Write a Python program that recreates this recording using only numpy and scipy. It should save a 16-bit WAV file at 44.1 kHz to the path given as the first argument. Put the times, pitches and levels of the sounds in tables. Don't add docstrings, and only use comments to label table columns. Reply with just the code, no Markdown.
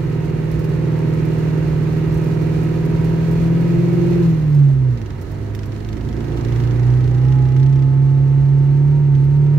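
import sys
import numpy as np
from scipy.fft import rfft, irfft, next_fast_len
from scipy.io import wavfile
from scipy.ndimage import uniform_filter1d, map_coordinates

SR = 44100
rng = np.random.default_rng(int(sys.argv[2]) if len(sys.argv) > 2 else 0)


def unload_audio(sound):
    columns = np.transpose(np.atleast_2d(sound))
    steps = np.round(np.clip(columns, -1, 1) * 32767)
    wavfile.write(sys.argv[1], SR, steps.astype(np.int16))


N = 422478
TIME = np.arange(N) / SR
SHIFT_S = (4.3, 5.15)
GEAR_RATIOS = (1.03, 1.838)


def amp(db):
    return 10 ** (np.asarray(db) / 20)


def unit(x):
    return x / np.sqrt(np.mean(x ** 2) + 1e-20)


def along(points, hz):
    freqs, values = np.transpose(points)
    return np.interp(np.log(hz + 1), np.log(freqs + 1), values)


def curve(rows):
    return np.interp(TIME, *np.transpose(rows))


def swells(rows):
    return sum(db * np.exp(-((TIME - s) / width) ** 2) for s, width, db in rows)


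def wobble(rate):
    steps = np.arange(0, N, 64)
    points = rng.standard_normal(int(N * rate / SR) + 4)
    return np.interp(np.arange(N), steps, map_coordinates(points, [steps * rate / SR]))


def noise():
    return rng.standard_normal((2, N))


def filtered(x, response):
    size, margin = x.shape[-1], 4096
    padded = np.pad(x, [(0, 0), (margin, margin)], mode="reflect")
    length = next_fast_len(size + 2 * margin)
    spectrum = rfft(padded, length) * response(np.fft.rfftfreq(length, 1 / SR))
    return irfft(spectrum, length)[:, margin:margin + size]


# (frequency [Hz], likeness [0 to 1])
EAR_LIKENESS = [(100, 1), (250, 0.77), (400, 0.94), (600, 0), (1000, 0.41), (2000, 0.4), (4000, 0.026),
                (10000, 0)]

def spread(hz):
    return np.arccos(np.clip(along(EAR_LIKENESS, hz), -1, 1)) / 2


def coloured(pair, colour):
    response = lambda hz: amp(along(colour, hz)) * [np.cos(spread(hz)), np.sin(spread(hz))]
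    mid, side = filtered(pair, response)
    return unit(np.array([mid + side, mid - side]))


def tone(turns, hz, flutter_db, drift):
    phase = 2 * np.pi * (turns % 1) + drift * wobble(9)
    apart = spread(hz) * rng.choice([-1, 1]) * np.array([[1], [-1]])
    return np.sqrt(2) * amp(flutter_db * wobble(14)) * np.sin((phase + apart).astype(np.float32))


# (time [s], relative level [dB])
SNOW_CRUSH = [(0, -56.5), (1.3, -54.5), (3.1, -53), (4.25, -53), (4.45, -56.5), (4.8, -59.5), (5.4, -58.5),
              (5.9, -58.5), (6.5, -55), (7.5, -59), (8.1, -60.5), (9.58, -61)]
# (time [s], half width [s], extra rumble [dB])
GROUND_BUMPS = [(.6, 0.12, 3.5), (1.71, .06, 7), (2.15, .15, 4.5), (2.7, .3, 2), (3.09, .12, 7),
                (3.47, .12, 8.5), (5.17, 0.06, 3), (6.0, .13, 5.5), (6.52, 0.19, 7), (7.07, .1, 5)]
# (frequency [Hz], level [dB])
RUMBLE_COLOUR = [(12, -39), (30, -19), (42, -10.5), (52, -6.5), (63, 0), (80, -9), (105, -6.5), (150, -5),
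                 (200, -36), (400, -87)]
DRONE_COLOUR = [(100, -41.5), (160, 0), (200, -2.5), (240, 3), (290, -0.5), (350, 2.5), (410, 0),
                (460, -7.5), (510, -5.5), (580, -13.5), (800, -21), (1500, -68)]
HISS_COLOUR = [(1000, -28.5), (2700, 0.5), (3400, -3.5), (4300, 1.5), (4800, -4.5), (6000, -3.5),
               (7300, -8), (8400, -12.5), (11000, -13), (13000, -13.5), (15700, -17)]

def tyres():
    crush_db = curve(SNOW_CRUSH)
    rumble = amp(-32 + swells(GROUND_BUMPS)) * coloured(noise(), RUMBLE_COLOUR)
    drone = amp(crush_db + 23) * coloured(noise(), DRONE_COLOUR)
    grains = noise() * amp(1.2 * wobble(250) + 0.93 * wobble(25))
    hiss = amp(crush_db + 4) * coloured(grains, HISS_COLOUR)
    return rumble + drone + hiss


def shaft_knocks(shaft, start, end, db, scatter_db):
    first, last = np.interp([start, end], TIME, shaft)
    times = np.interp(np.arange(first, last), shaft, TIME)
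    return list(zip(times, db + scatter_db * rng.standard_normal(128)))


def strikes(rows, colour, ring_s, bounce_s):
    t = np.arange(SR // 8) / SR
    shape = amp(-60 * t / ring_s) + amp(1.5 - 60 * t / .008)
    envelope = np.zeros(N + SR)
    for (s, db), flight in zip(rows, rng.uniform(0.34, 2, size=256)):
        bounce = s + bounce_s * flight
        envelope[round(s * SR):][:len(t)] += amp(db) * shape
        envelope[round(bounce * SR):][:len(t)] += amp(db - 8) * shape
    return envelope[:N] * coloured(noise(), colour)


# (start [s], end [s], relative level [dB])
RATTLE_SPELLS = [(4.589, 4.6, -45), (4.974, 5.12, -37.5), (5.549, 5.66, -34.5), (5.721, 5.82, -39),
                 (5.848, 5.99, -35.5), (6.01, 6.35, -37.5), (6.373, 6.5, -35.5), (6.523, 6.58, -33.5),
                 (6.601, 6.73, -35), (6.76, 7.3, -39.5), (7.323, 7.34, -35.5), (7.354, 7.54, -41),
                 (7.565, 7.68, -36), (7.695, 7.85, -39), (9.151, 9.17, -39), (9.465, 9.48, -43)]
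# (time [s], relative level [dB])
LOUD_JINGLES = [(0.514, -44), (1.252, -46), (2.142, -47), (2.241, -44.5), (2.633, -45), (3.313, -42),
                (4.548, -46.5), (5.214, -42.5), (5.315, -47), (5.550, -44), (5.658, -47), (9.242, -51)]
SHIFT_CLUNK = [(4.69, -35.5)]
# (frequency [Hz], level [dB])
TICK_COLOUR = [(800, -21.5), (1900, 6), (2550, 0.5), (3150, 2), (4300, -3), (5800, -2.5), (7300, -11),
               (9000, -20.5), (12000, -24), (16000, -23)]
JINGLE_COLOUR = [(2500, -43), (5000, 1), (8500, -6.5), (11200, -4.5), (13200, -1.5), (15700, -8.5)]
CLUNK_COLOUR = [(250, -24.5), (480, -2), (620, 0), (760, -12), (1500, -28), (4000, -50)]

def loose_parts(shaft):
    knocks = [row for spell in RATTLE_SPELLS for row in shaft_knocks(shaft, *spell, scatter_db=1)]
    faint = shaft_knocks(shaft, 0, SHIFT_S[0], db=-54, scatter_db=4.5)
    ticks = strikes(knocks, TICK_COLOUR, ring_s=.035, bounce_s=.004)
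    jingles = strikes(LOUD_JINGLES + faint, JINGLE_COLOUR, ring_s=.066, bounce_s=.006)
    clunk = strikes(SHIFT_CLUNK, CLUNK_COLOUR, ring_s=.08, bounce_s=.005)
    return amp(-7) * ticks + amp(-4.5) * jingles + clunk


# (time [s], relative level [dB])
MAIN_WHINE = [(5.1, -80), (5.3, -47.5), (6.2, -53), (7.1, -49.5), (7.27, -39.5), (7.7, -45), (9.55, -47)]
OTHER_WHINE = [(5.1, -80), (5.8, -64), (7.1, -63), (7.7, -49), (9.58, -57)]

def gear_whine(shaft):
    turns = shaft + .009 * wobble(8)
    main = tone(28 * turns, 930, flutter_db=1.25, drift=.4)
    low = amp(1) * tone(23 * turns, 700, flutter_db=1, drift=.33)
    mid = amp(-7) * tone(35 * turns, 1100, flutter_db=1, drift=.4)
    high = amp(-6.5) * tone(41 * turns, 1300, flutter_db=1.5, drift=.8)
    return amp(curve(MAIN_WHINE)) * main + amp(curve(OTHER_WHINE)) * (low + mid + high)


def crank_pattern(cycle):
    patterns = irfft(np.exp(2j * np.pi * rng.random((4, 513))))
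    place = (2 * cycle % 1) * patterns.shape[1]
    waves = np.array([np.interp(place, np.arange(len(p)), p) for p in patterns])
    blend = 1.2 * wobble(5)
    return unit(np.cos(blend) * waves[:2] + np.sin(blend) * waves[2:])


# (frequency [Hz], width [Hz], relative level [dB])
PANEL_RINGS = [(502, 48, 2.5), (713, 38, 2.5), (910, 90, -1), (1282, 24, 1), (1876, 210, -9),
               (2843, 28, -7.5)]

def panel_response(hz):
    return sum((-1) ** k * amp(db) * 1j * hz * width / (centre ** 2 - hz ** 2 + 1j * hz * width)
               for k, (centre, width, db) in enumerate(PANEL_RINGS))


# (time [s], relative level [dB])
CLATTER_LEVEL = [(0.1, -41.5), (1.17, -39.5), (4.18, -40), (4.73, -47), (6.04, -45.5), (6.51, -40),
                 (7.12, -43.5), (7.3, -43.5), (7.67, -46), (9.45, -47.5), (9.5, -46.5)]
# (frequency [Hz], level [dB])
BLOCK_COLOUR = [(250, -23), (520, 6), (720, -1.5), (930, 4.5), (1130, 0), (1500, 0.5), (2000, -1.5),
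                (2700, -11.5), (3200, -14), (4300, -16.5), (5000, -28), (9000, -47)]
ROAR_COLOUR = [(900, -34), (1700, -7), (2400, 2.5), (2800, -2.5), (3050, -10), (4000, -16.5), (8000, -49)]

def clatter(cycle, firing_hz, pulse_depth=0.062, repeat_share=0.24):
    pulse = 1 + pulse_depth * np.cos(2 * np.pi * 4 * cycle)
    random_gain, repeat_gain = np.sqrt([1 - repeat_share, repeat_share])
    knocks = lambda: pulse * (random_gain * noise() + repeat_gain * crank_pattern(cycle))
    block = coloured(knocks(), BLOCK_COLOUR)
    ring = amp(-1.5) * unit(filtered(knocks() + 0.62 * crank_pattern(cycle), panel_response))
    roar = amp(-7) * (firing_hz / firing_hz.max()) ** 4 * coloured(knocks(), ROAR_COLOUR)
    return amp(curve(CLATTER_LEVEL)) * (block + ring + roar)


# (frequency [Hz], level [dB])
THROB_LEVEL = [(138, -28), (150, -24.5), (178, -34), (193, -47), (310, -42), (336, -37), (352, -42),
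               (366, -31.5)]

def shaft_throb(cycle, shaft):
    fade = np.interp(TIME, SHIFT_S, [1, 0]) ** 3
    out = amp(-42.5) * np.sin(2 * np.pi * shaft)
    for turns in (8 * cycle - shaft, 8 * cycle + shaft, 16 * cycle + shaft):
        hz = np.gradient(turns) * SR
        out = out + fade * amp(along(THROB_LEVEL, hz)) * tone(turns, hz[0], flutter_db=2, drift=.14)
    return out


# (middle [s], half width [s], swing of the firing rate [Hz])
REV_SWINGS = [(5.47, .25, .8), (7.32, .55, 1.1)]

def rocking(swings_per_s=2.65):
    return sum(hz * np.exp(-((TIME - s) / width) ** 2) * np.cos(2 * np.pi * swings_per_s * (TIME - s))
               for s, width, hz in REV_SWINGS)


# (time [s], firing rate [Hz])
REVS = [(0, 78.42), (1.5, 78.95), (1.75, 77.3), (2, 79.16), (2.5, 79.9), (3.2, 81.52), (3.75, 85.03),
        (4.2, 86.3), (4.45, 75.48), (4.88, 63.56), (5.1, 48.9), (5.19, 45.9), (5.38, 51.34), (5.72, 52.35),
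        (6.3, 57.26), (7, 62.18), (7.7, 67.33), (8.3, 68.75), (8.7, 69.8), (8.98, 72.55), (9.19, 68.6),
        (9.37, 71.8), (9.58, 72.33)]

def firing_rate():
    return uniform_filter1d(curve(REVS), SR // 20) + rocking()


# (waves per engine cycle [rounded when played],
# relative level revving high [dB], labouring at low revs [dB], pulling again [dB])
ENGINE_HARMONICS = [(4, -38.5, -31.5, -34), (10, -45, -32, -39), (12, -47.5, -40.5, -48),
                    (14, -40, -56, -53.5), (18, -37.5, -52, -56), (20, -36, -38.5, -38),
                    (22, -46, -47, -42.5), (24.4, -43, -37.5, -47.5), (26.39, -43.5, -48, -56),
                    (28, -62.5, -46.5, -46), (30, -52, -54, -56), (32, -50.5, -48.5, -58),
                    (36, -50, -61.5, -61.5), (44, -57.5, -63, -65.5), (46, -52, -59.5, -69.5),
                    (48, -55, -73.5, -72)]
# (revving high [Hz], labouring [Hz], pulling again [Hz])
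HARMONIC_RATES = [80.4, 61, 66.3]
# (time [s], level change [dB])
THROTTLE_LEVEL = [(0, -0.5), (1, 3), (3.3, 0.5), (4.2, -3.5), (5.1, -7), (5.6, -5), (6.35, 4), (8.2, -2),
                  (9.58, -1)]

def engine_tones(cycle, firing_hz):
    mean_cycle_hz = cycle[-1] * SR / N
    out = np.zeros((2, N))
    for multiple, *levels_db in ENGINE_HARMONICS:
        level_db = np.interp(firing_hz, *np.transpose(sorted(zip(HARMONIC_RATES, levels_db))))
        turns = np.round(multiple) * cycle + rng.random()
        out += amp(level_db) * tone(turns, multiple * mean_cycle_hz, 1.06, drift=.0098 * multiple)
    return amp(curve(THROTTLE_LEVEL)) * out


# (frequency [Hz], level [dB])
BOOM_LEVEL = [(94, -30.5), (104, -26.5), (114, -28), (119, -17), (124, -14), (133, -12), (144, -12),
              (156, -18.5), (161, -19), (167, -15.5), (172, -17.5)]
OVERTONE_LEVEL = [(190, -46.5), (225, -33), (245, -42), (268, -35), (288, -42), (316, -33.5), (335, -30.5),
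                  (344, -22.5)]
GROWL_LEVEL = [(80, -40), (106, -35), (118, -27), (128, -21.5)]
# (time [s], half width [s], level change [dB])
LOAD_SURGES = [(.1, 0.6, -4), (4.31, .06, 5), (4.61, .09, 3.5), (4.76, .06, -2), (6.88, 0.088, 2),
               (7.62, .06, 2)]

def cabin_boom(cycle, firing_hz):
    surge_db = swells(LOAD_SURGES)
    boom_db = along(BOOM_LEVEL, 2 * firing_hz) + surge_db + 0.5 * rocking()
    overtone_db = along(OVERTONE_LEVEL, 4 * firing_hz) + surge_db
    growl_db = along(GROWL_LEVEL, 1.5 * firing_hz)
    boom = amp(boom_db) * tone(8 * cycle, 140, flutter_db=.25, drift=.03)
    overtone = amp(overtone_db) * tone(16 * cycle + rng.random(), 300, flutter_db=1.5, drift=.15)
    growl = amp(growl_db) * tone(6 * cycle + rng.random(), 120, flutter_db=1, drift=.1)
    return boom + overtone + growl


# (frequency [Hz], left minus right [dB])
EAR_BALANCE = [(55, -7), (90, -2.5), (135, -4.5), (158, -2.5), (175, 6), (215, -2), (290, -7), (370, -9.5),
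               (700, -4.5), (1290, -4.5), (2380, -4), (4400, -2), (8120, -6.5), (15000, -8.5)]

def ear_gains(hz):
    left = 2 / (1 + amp(-along(EAR_BALANCE, hz)))
    return np.array([left, 2 - left])


def scene():
    firing_hz = firing_rate()
    cycle_hz = firing_hz / 4
    cycle = np.cumsum(cycle_hz) / SR
    shaft = np.cumsum(cycle_hz * np.interp(TIME, SHIFT_S, GEAR_RATIOS)) / SR
    engine = cabin_boom(cycle, firing_hz) + shaft_throb(cycle, shaft)
    engine += engine_tones(cycle, firing_hz) + clatter(cycle, firing_hz)
    cabin = engine + gear_whine(shaft) + tyres() + loose_parts(shaft)
    return filtered(cabin, ear_gains)


def record(dry, top_hz=15750):
    return filtered(dry, lambda hz: hz < top_hz)


dry = scene()
out = record(dry)
unload_audio(out)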